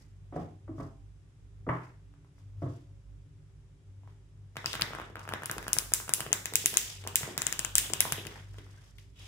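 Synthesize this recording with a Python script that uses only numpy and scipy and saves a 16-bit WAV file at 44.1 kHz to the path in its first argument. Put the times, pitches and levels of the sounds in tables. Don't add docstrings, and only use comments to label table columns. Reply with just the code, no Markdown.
import sys
import numpy as np
from scipy import signal
from scipy.fft import rfft, irfft, next_fast_len
from scipy.io import wavfile
from scipy.ndimage import uniform_filter1d

SR = 44100
rng = np.random.default_rng(int(sys.argv[2]) if len(sys.argv) > 2 else 0)


def dump(signal):
    limited = np.clip(np.atleast_2d(signal).T, -1, 1)
    pcm = np.round(limited * 32767).astype(np.int16)
    wavfile.write(sys.argv[1], SR, pcm)


def gain_from_db(level_db):
    decades = np.asarray(level_db, float) / 20
    return 10 ** decades


N = 408807

# snap time in s, snap peak in dB, slap peak in dB,
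# left-right difference in dB, edge ring in Hz.
FIRST_CARDS = [(4.5682, -34, -23.5, 3.5, 2700), (4.6594, -16, -24.5, 1, 4770),
               (4.731, -24.5, -34, 4.5, 3400), (4.7531, -27.5, -25.5, -2, 3188),
               (4.8115, -25, -24, -7.5, 3020), (4.8202, -17.5, -19, 5.5, 4350)]
LOOSE_CARDS = [(4.9502, -40, -25.5, 4, 9000), (5.1944, -44, -47, 3, 8800), (5.2904, -33, -25.5, 1, 10910),
               (5.337, -30.5, -18.5, -1.5, 5962), (5.4345, -34.5, -26.5, 2, 10960),
               (5.458, -20.5, -43.5, 3.5, 10600), (5.4975, -43.5, -19.5, -10, 9000),
               (5.5132, -19, -30.5, 0.5, 12700), (5.5819, -33, -25.5, 10, 11000),
               (5.628, -38.5, -30, 1, 9106), (5.6417, -44, -56, -3.5, 11000), (5.6674, -57, -29, -3, 9000),
               (5.681, -22.5, -23, 2, 13200), (5.7315, -6.5, -31.5, 4.5, 9900),
               (5.7861, -9.5, -36, 8.5, 9621), (5.9204, -35, -28.5, 0, 9000),
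               (5.9369, -3.5, -28, -0.5, 8100), (6.0798, -40, -33, -5, 9000),
               (6.0931, -21.5, -23.5, 3.5, 10000), (6.137, -4.5, -28, 2.5, 9809)]
TIGHT_CARDS = [(6.2055, -20, -21.5, -1.5, 8500), (6.3293, -8.5, -20.5, 8.5, 7500),
               (6.4569, -18, -26.5, 3.5, 6200), (6.537, -24, -30, -1, 8000), (6.5559, -4.5, -57, -1, 7500),
               (6.6591, -3.5, -33, 4.5, 10400), (6.741, -23, -24.5, 0, 8000), (6.771, -3, -35, 5.5, 6900),
               (7.039, -44.5, -38, 3, 8000), (7.0744, -21, -29.5, 0, 8000), (7.1569, -3.5, -32.5, -3, 7800),
               (7.3783, -14, -21.5, -1, 6500), (7.419, -17, -26, 4, 7800), (7.4675, -13, -23, 5.5, 7500),
               (7.5257, -16.5, -25.5, 3.5, 6700), (7.5927, -14.5, -24, 3, 8200),
               (7.6484, -18, -26, 5.5, 7500), (7.7541, -3, -27, 1.5, 8200), (7.7819, -3, -31.5, 2.5, 8500),
               (7.8989, -31, -34, 1, 8000), (7.9354, -15.5, -23.5, 5, 7900), (8.0051, -3.5, -21, 2, 10500),
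               (8.1225, -13, -22, 4.5, 11000), (8.252, -45, -32, 7, 8500), (8.2684, -30, -51, 6, 5240),
               (8.5844, -47.5, -40, 1, 9000), (8.9834, -49.5, -67.5, 3.5, 11000)]
# its cards, edge ring in dB, face flap in dB, pile ring in Hz.
STAGES = [
    (FIRST_CARDS, 18.5, -27.5, 1920),
    (LOOSE_CARDS, 5, -36.5, 1610),
    (TIGHT_CARDS, 6.2, -31.5, 1740),
]
# frequency in Hz, level in dB.
EDGE = [(1000, -62.5), (4200, -5.5), (5500, -1.5), (6800, -1), (8500, -3), (11000, -0.5), (12500, -4),
        (15500, -2.5), (17000, -47.5)]
LEFT_RIGHT = np.array([[.5], [-.5]])


def in_time(rows):
    s, *columns = np.transpose(rows)
    return [np.interp(np.arange(N) / SR, s, c) for c in columns]


def at_hz(points, hz):
    table_hz, db = np.transpose(points)
    return np.interp(np.log(hz + 1), np.log(table_hz), db)


def rms_one(x):
    return x / np.sqrt(np.mean(x ** 2) + 1e-20)


def coloured(x, db_of_hz):
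    size = x.shape[-1]
    hz = np.arange(size // 2 + 1) * SR / size
    return irfft(rfft(x) * gain_from_db(db_of_hz(hz)), size)


def ring(x, hz, t60):
    r, w = gain_from_db(-60 / (t60 * SR)), 2 * np.pi * hz / SR
    return signal.lfilter([0, np.sin(w)], [1, -2 * r * np.cos(w), r * r], x + 1e-18)


def add(out, s, burst, db, pan_db):
    burst = burst * gain_from_db(db) / np.abs(burst).max() * gain_from_db(LEFT_RIGHT * pan_db)
    for side, lag in enumerate((0, 5)):
        at = round(s * SR) + lag
        out[side, at:at + burst.shape[1]] += burst[side, :N - at]


def stereo(mid, side):
    # frequency in Hz, left-right likeness as a correlation.
    likeness = [(60, .92), (180, .93), (330, .87), (600, .4), (1600, 0), (5000, .05), (15000, .1)]
    alike = lambda hz: np.clip(at_hz(likeness, hz), -.5, .99)
    mid = coloured(mid, lambda hz: 10 * np.log10(1 + alike(hz)))
    side = coloured(side, lambda hz: 10 * np.log10(1 - alike(hz)))
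    return mid + side * [[1], [-1]]


def stereo_noise(spectrum):
    both = stereo(*rng.standard_normal((2, next_fast_len(N))))
    return rms_one(coloured(both, lambda hz: at_hz(spectrum, hz))[:, :N])


def snaps(rise_s=0.0002, fall_s=0.00054, body_s=0.0033, crackle_db=-18, ring_width=0.21):
    # frequency in Hz, left-right difference in dB.
    edge_lean = [(60, 3), (130, -10), (290, -7), (640, 3), (1410, 9), (3100, 0.5), (6820, 9.5),
                 (15000, -11)]
    clean_snap_db, drag_per_db = -3, -1.18
    flap_follows = 0.5
    lead_s = .0027
    near, far = np.zeros((2, N)), np.zeros((2, N))
    t = np.arange(1024) / SR - .003
    lean = lambda hz: at_hz(edge_lean, hz) * LEFT_RIGHT
    face = lambda hz: -14 * np.log2(hz / 2600 + 1e-3) ** 2
    releases = [(*card, ring_db, face_db) for cards, ring_db, face_db, _ in STAGES for card in cards]
    for s, db, _, pan_db, edge_hz, ring_db, face_db in releases:
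        flap_db = face_db + flap_follows * db
        drag = 1 + np.clip(drag_per_db * (clean_snap_db - db), 0, 1.5)
        noise = rng.standard_normal((3, len(t)))
        click = np.sign(noise[0, 0]) * (np.arange(len(t)) == np.argmax(t > 0)) * np.ones((2, 1))
        noise = .85 * noise[0] + .5 * noise[1:]
        burst = np.exp(np.where(t < 0, t / rise_s, -t / fall_s) / drag)
        crackle = gain_from_db(crackle_db) * drag ** 2.8 * noise * burst
        bump = lambda hz: np.exp(-(np.log(hz / edge_hz + 1e-9) / ring_width) ** 2)
        edge = lambda hz: at_hz(EDGE, hz) + ring_db * bump(hz)
        crack = coloured(click + crackle, lambda hz: edge(hz) + lean(hz))
        add(near, s - lead_s, crack, db + 7.5, pan_db * 1.77)
        flap = noise * np.exp(-np.abs(t) / np.where(t < 0, rise_s, body_s))
        add(near, s - lead_s, coloured(flap, face), flap_db + 13.5, pan_db * 2.0)

        clean = rms_one(coloured(click, edge))
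        dragged = coloured(click + 2.0 * (drag - 1) * crackle[0], edge)
        crest_db = 20 * np.log10(np.abs(rms_one(dragged)).max() / np.abs(clean).max())
        add(far, s - lead_s, dragged, db + crest_db - 0.5, 0)
        add(far, s - lead_s, coloured(click, face), flap_db + 19.0, 0)
    return near, far


def landings():
    # time in s, peak in dB, ring in Hz.
    lone_slaps = [(4.557, -35.5, 1280), (4.644, -26.5, 1450), (4.74, -24, 1510), (4.796, -25, 1320),
                  (4.889, -48, 1180), (4.907, -33, 1240), (4.934, -26, 1400), (4.986, -29, 1390),
                  (4.999, -27, 1430), (5.016, -30.5, 1420), (5.156, -26.5, 1526), (5.169, -31, 1460),
                  (5.822, -35.5, 1400), (6.265, -26.5, 2925), (6.275, -50.5, 1100), (6.318, -29, 2930),
                  (5.215, -37.5, 1300), (5.253, -35, 1250), (5.277, -28.5, 1430), (5.323, -25.5, 1360),
                  (5.421, -29, 1500), (5.192, -36, 1300), (5.207, -38, 1500), (5.313, -34, 900),
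                  (5.445, -35, 1500), (7.147, -35, 1500), (7.368, -35, 1800), (5.767, -22.5, 1600),
                  (6.001, -28.5, 1540), (6.196, -33.5, 1015), (7.074, -37, 1210), (7.232, -21.5, 2134),
                  (7.416, -45, 930.5), (8.053, -22, 1000)]
    # time in s, peak in dB, ring in Hz.
    corner_ticks = [(0.81, -46, 1520), (2.1393, -52.5, 1460), (2.247, -54, 1160), (2.382, -56, 1095),
                    (4.0344, -51.5, 931), (4.0755, -47.5, 1060), (4.1006, -73, 1080), (7.0661, -31, 985),
                    (8.543, -44, 1614), (8.666, -48.5, 1344), (8.784, -51.5, 1610)]
    # time in s, peak in dB.
    settles = [(5.1, -41), (5.566, -33), (5.755, -43.5), (6.183, -44), (6.263, -34), (6.306, -38.5),
               (6.524, -35), (6.642, -36.5), (7.051, -37), (7.21, -39.5), (7.277, -32.5), (7.288, -35),
               (7.902, -33.5), (6.732, -36), (6.545, -42), (8.181, -34.5), (8.261, -35), (8.583, -43.5)]
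    slap_lead_s, settle_hz, pile_spread = .0004, 411, .05
    rows = [(s - slap_lead_s, db, hz) for cards, *_, hz in STAGES for s, _, db, *_ in cards]
    rows += [(s, db, settle_hz) for s, db in settles]
    spread = np.exp(pile_spread * rng.standard_normal(len(rows)))
    return [(s, db, hz * k) for (s, db, hz), k in zip(rows, spread)] + lone_slaps + corner_ticks


def slaps(thud_db=-19, tick_db=-16):
    over_db, under_db = 1.5, -21
    puff_s, puff_share = .0008, .45
    thud_gain_db_per_s = 1.5
    near, far = np.zeros((2, N)), np.zeros((2, N))
    t = np.arange(3300) / SR
    steep = signal.butter(2, [290, 4500], "band", fs=SR, output="sos")

    def pile(x, hz):
        over = gain_from_db(over_db) * ring(x, hz * 1.67, 2.0 / hz)
        under = gain_from_db(under_db) * ring(x, hz / 3, 1.2 / hz * 3)
        return signal.sosfilt(steep, ring(x, hz, 6.9 / hz) + over + under)

    click = np.ones((2, 1)) * np.exp(-t / .0001)
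    for s, db, hz in landings():
        noise = rng.standard_normal((3, len(t)))
        puff = puff_share * (noise[0] + 0.5 * noise[1:]) * np.exp(-t / puff_s)
        add(near, s, pile(click + puff, hz), db + 1.0, .8)
        thud = ring(click, 136.0, 0.084) * np.sign(noise[0, 0])
        add(near, s, thud, db + thud_db + thud_gain_db_per_s * (s - 6) + 3 * noise[1, 0], 0)
        tick = noise[1:, :256] * np.exp(-t[:256] / 0.0015)
        add(near, s, coloured(tick, lambda hz: at_hz(EDGE, hz)), db + tick_db, 0)
        add(far, s, pile(click, hz), db + 3.0, 0)
    return near, far


def slides(grain_db=2.5):
    # start in s, held time in s, rub in dB,
    # edge rasp over it in dB, hiss over it in dB.
    strokes = [(0.0, .02, -67, -12, -1.5), (0.36, 0.057, -60.5, -5.5, -6.5),
               (0.803, 0.0071, -75.5, 7, 12.5), (1.74, 0.11, -54.5, -24, -15), (2.388, .01, -71, -6, -1),
               (2.631, 0.14, -69, -2, 1), (4.088, 0.0057, -69.5, -5, -5), (4.6, .02, -60, -21, 1.5),
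               (4.698, 0.017, -49.5, 3, 6), (4.85, 0.18, -48.5, -6.5, -11), (5.2, .3, -79.5, -9, 17.5),
               (5.55, 0.36, -62, -21, 5), (5.8, 0.51, -75, 1, 2), (6.6, 0.33, -53, 7, 8),
               (6.95, 0.18, -59, -7, -0.5), (7.22, 0.083, -47.5, -3, -3.5), (7.45, 0.25, -64.5, 13, -3.5),
               (7.8, 0.056, -47, 4.5, -21), (7.95, 0.25, -54.5, 11.5, 3.5), (8.3, 0.092, -50.5, -6.5, -6.5),
               (8.449, 0.43, -63.5, -4.5, -1.5), (8.99, 0.014, -70, -18, 7), (9.2, .11, -60.5, 7.5, 4.5)]
    # frequency in Hz, level in dB per Hz.
    rub = [(250, -3), (500, -4), (1400, -3.5), (2000, -2), (3500, -21), (8000, -38.5)]
    rasp = [(1200, -30), (1900, -12), (2600, -3), (3400, 0), (3900, -5), (4300, -18), (7000, -22),
            (12000, -36)]
    hiss = [(2500, -20), (4500, 9), (7000, 4), (11000, -4), (15500, -13.5), (17000, -37.5)]
    start_db_per_s, stop_db_per_s = 339.5, 130
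    t = np.arange(0, N + 64, 64) / SR
    s, held_s, db, rasp_db, hiss_db = np.transpose(strokes)[:, :, None]
    rise_db = start_db_per_s * np.maximum(s - t, 0)
    fall_db = stop_db_per_s * np.maximum(t - s - held_s, 0)
    shape_db = db - 3.5 - rise_db - fall_db
    strongest = [gain_from_db((shape_db + over).max(axis=0)) for over in (0, rasp_db, hiss_db)]
    levels = in_time(np.transpose([t] + strongest))
    grain = gain_from_db(grain_db * rms_one(uniform_filter1d(rng.standard_normal((3, N)), size=300)))
    kinds = zip(grain, levels, (rub, rasp, hiss))
    return sum(g * level * stereo_noise(colour) for g, level, colour in kinds)


def squeak():
    # start in s, length in s, level in dB, first pitch in Hz, last pitch in Hz.
    glide = (8.768, .028, -56, 1480, 1650)
    s, length_s, db, from_hz, to_hz = glide
    out, u = np.zeros((2, N)), np.linspace(0, 1, int(length_s * SR))
    rough = 1 + 0.5 * rms_one(uniform_filter1d(rng.standard_normal(len(u)), size=80))
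    phase = 2 * np.pi * np.cumsum(from_hz + (to_hz - from_hz) * u) / SR
    tone = np.sin(np.pi * u) * rough * np.sin(phase)
    add(out, s, np.array([tone, tone]), db, 0)
    return out


def knocks(clap_s=0.0036, far_db=6):
    # time in s, peak in dB, thump in dB, thump pitch in Hz,
    # crack over 900 Hz in dB.
    blows = [(0.009, -54.5, -12, 136, -25), (0.325, -38, -32, 107, -5.5), (0.343, -35, -7.5, 172, -18),
             (0.362, -27.5, -1, 156.2, -9.5), (0.379, -32, -4, 156, -20), (0.679, -45.5, -8.5, 109, -2.5),
             (0.692, -33, -7, 121, -43), (0.781, -41.5, 9, 136.4, -2), (0.799, -32, -10, 145, -7),
             (1.667, -33.5, -11, 182, -5.5), (1.676, -29, 2.5, 166, -20), (1.69, -25.5, 1, 125, 6),
             (2.62, -32.5, -3, 154.6, -7.5), (2.631, -31, 4, 132.3, -19), (2.661, -36.5, 6.5, 111.8, -8.5)]
    # multiple of the thump pitch, level in dB, t60 in s.
    thump_modes = [(1.0, 6, 0.45), (1.31, -26, 0.07), (.64, -49.5, 0.35)]
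    # frequency in Hz, level in dB, t60 in s.
    body_modes = [(244, -7, 0.051), (293, -2.5, 0.12), (337.3, 0.5, 0.085), (390, -8, 0.13),
                  (430, -3.5, 0.083), (516, -4, 0.074), (555, -3.5, 0.094), (634, -1.5, 0.11),
                  (699, -10, .15), (746, -17.5, 0.53), (911, -21.5, 0.24)]
    # frequency in Hz, level in dB.
    crack_colour = [(450, -21), (700, 1.5), (1100, 9), (1500, -1.5), (2200, -4.5), (2500, -22),
                    (2900, -16.5), (4000, -37), (12000, -47)]
    # frequency in Hz, level in dB, t60 in s.
    deck_modes = [(1046, 1, 0.15), (1128, 9.5, 0.074), (1405, -6.5, 0.11), (1604, -13, 0.05),
                  (1990, -8.5, 0.12), (2250, -5, 0.18), (2970, -14, .15)]
    deck_ring_db, body_to_room_db, detune_per_db = -8.5, -2.5, .025
    hard_clap_db, dulling_per_octave = -15.5, 0.41
    contact_cut_hz, cut_per_crack_db = 630, .25
    direct, table, far = np.zeros((3, 2, N))
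    t = np.arange(16384) / SR
    push = np.gradient(t ** 2 * np.exp(-t / .0012))
    for s, db, thump_db, thump_hz, crack_db in blows:
        thump = sum(gain_from_db(level_db) * ring(push, thump_hz * k, t60) for k, level_db, t60 in thump_modes)
        add(direct, s, np.array([thump, thump]), db + thump_db - 4.0, -.4)

        cut_hz = contact_cut_hz * gain_from_db(cut_per_crack_db * (crack_db + 5))
        blow = signal.sosfilt(signal.butter(2, cut_hz, fs=SR, output="sos"), (t == 0) * 1.)
        body = np.zeros(len(t))
        for (hz, level_db, t60), luck_db in zip(body_modes, rng.normal(0, 2.03, len(body_modes))):
            mode = ring(blow, hz * np.exp(detune_per_db * luck_db), t60)
            body += gain_from_db(level_db + luck_db) * rng.choice([-1, 1]) * mode
        add(table, s, np.array([body, body]), db - 0.5, -.4)

        dulling = dulling_per_octave * min(db + crack_db - hard_clap_db, 0)
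        dull = lambda hz: dulling * np.log2(np.maximum(hz / 1400, 1))
        colour = lambda hz: at_hz(crack_colour, hz) + dull(hz)
        clap = rng.standard_normal((2, 4096)) * np.exp(-t[:4096] / clap_s)
        clap = np.roll(clap, 60, axis=1)
        add(direct, s - 60 / SR, coloured(clap + clap[0], colour), db + crack_db - 0.5, -.4)
        drive = np.pad(clap[0], (0, 4096))
        rung = sum(gain_from_db(level_db) * ring(drive, hz, t60) for hz, level_db, t60 in deck_modes)
        rung = coloured(rung, dull)
        add(direct, s, np.array([rung, rung]), db + crack_db + deck_ring_db, -.4)
        even = coloured((np.arange(4096) == 400) * np.ones((2, 1)), colour)
        add(far, s - 200 / SR, even[:, 200:], db + crack_db + far_db, 0)
    return direct + table, gain_from_db(body_to_room_db) * table + far


def room(x, wet_db, fill_s=0.0038):
    # frequency in Hz, t60 in s.
    decay = [(100, 0.52), (400, 0.55), (1500, 0.45), (5000, 0.55), (14000, 0.44)]
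    # frequency in Hz, level in dB.
    tone = [(100, 17.5), (400, -2), (1500, 1.5), (3000, 0), (4300, 2.5), (6000, 1.5), (9000, 6.5),
            (12000, -4.5), (15000, 4)]
    # delay in s, left level in dB, right level in dB.
    echoes = [(.0012, -16, -20.5), (.0076, -13, -9), (0.0105, -10.5, -11), (0.0185, -19, -18)]
    tail_bend_db_per_s2 = 121
    echo_thin_hz, echo_blur = 3800, 0.72
    t = np.arange(SR // 2) / SR
    tail, edges = np.zeros((2, len(t))), 70 * 2 ** np.arange(0, 8.1, .5)
    for low, high in zip(edges, edges[1:]):
        noise = rng.standard_normal(tail.shape)
        band = signal.sosfilt(signal.butter(2, [low, high], "band", fs=SR, output="sos"), noise)
        centre_hz = low * 1.19
        fall_db = 60 * t / at_hz(decay, centre_hz) + tail_bend_db_per_s2 * t ** 2
        tail += band * gain_from_db(at_hz(tone, centre_hz) - fall_db)
    tail = stereo(*tail) * gain_from_db(wet_db) * (1 - np.exp(-(t / fill_s) ** 2))
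    thin = signal.butter(2, echo_thin_hz, "high", fs=SR)
    for s, left_db, right_db in echoes:
        scatter = rng.standard_normal((2, 48)) * np.exp(-t[:48] / 0.00027983)
        smear = signal.lfilter(*thin, 2.58 * (t[:48] == 0) + echo_blur * scatter)
        at = round(s * SR)
        tail[:, at:at + 48] += gain_from_db(np.array([[left_db], [right_db]]) - 7.5) * smear
    return signal.fftconvolve(x[:1], tail, axes=1)[:, :N]


def hum(waver_hz=1.48):
    # time in s, level in dB.
    swell = [(0, -53.5), (.52, -54.5), (1.0, -50.5), (1.5, -50.5), (2.5, -53), (3.6, -51.5), (4.05, -51),
             (4.3, -55), (6.0, -52), (7.5, -54), (8.18, -48.5), (8.96, -53.5), (9.27, -44)]
    line_hz = (50.2, 99.3)
    # frequency in Hz, bandwidth in Hz, level in dB.
    whines = [(147.2, 4.1, -69), (284, 3.1, -76), (392.6, 17, -77.5), (554.3, 16.7, -87.5)]
    # frequency in Hz, level in dB.
    air = [(32, -35.5), (42, -13), (60, -6), (80, -9.5), (125, -8.5), (160, -11), (200, -27.5),
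           (400, -30.5), (560, -37), (1600, -40.5), (8000, -47.5), (11600, -55.5), (12500, -74.5),
           (16000, -79)]
    # time in s, change in dB.
    lapses = [(.62, -10), (1.36, -12), (2.3, -49), (3.02, -13), (3.8, -20)]
    lines_db, leans_db, wander_db = (-6, -1), (-6, 1.6448), 4.5
    lapse_s, air_db = 0.04117, -58.5
    t = np.arange(N) / SR
    out, (db,) = gain_from_db(air_db) * stereo_noise(air), in_time(swell)
    db = db + sum(drop_db * np.exp(-((t - s) / lapse_s) ** 2) for s, drop_db in lapses)
    for line_db, lean_db, hz in zip(lines_db, leans_db, line_hz):
        waver, wander = rms_one(uniform_filter1d(rng.standard_normal((2, N)), size=9000))
        level_db = db + line_db + wander_db * wander + 2.0 + lean_db * LEFT_RIGHT
        out = out + gain_from_db(level_db) * np.sin(2 * np.pi * np.cumsum(hz + waver_hz * waver) / SR)
    for hz, width_hz, whine_db in whines:
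        out = out + gain_from_db(whine_db) * rms_one(ring(rng.standard_normal(N), hz, 6.6 / width_hz))
    return out


def scene():
    snap, snap_far = snaps()
    slap, slap_far = slaps()
    table, table_far = knocks()
    answer = room(snap_far + slap_far, wet_db=-38.0) + room(table_far, wet_db=-33.5, fill_s=0.0027)
    return snap + slap + table + answer + slides() + hum() + squeak()


def low_pass(x):
    return signal.sosfilt(signal.butter(12, 16760, fs=SR, output="sos"), x)


def record(dry):
    heard = signal.sosfilt(signal.butter(4, [38, 16600], "band", fs=SR, output="sos"), dry)
    heard = heard - .4 * signal.lfilter(*signal.iirpeak(4300, 6, fs=SR), heard)
    top = signal.cheby2(12, 50, 16800, fs=SR, output="sos")
    mix = signal.sosfilt(top, np.clip(heard, -1, 1))
    return low_pass(mix)


dry = scene()
out = record(dry)
dump(out)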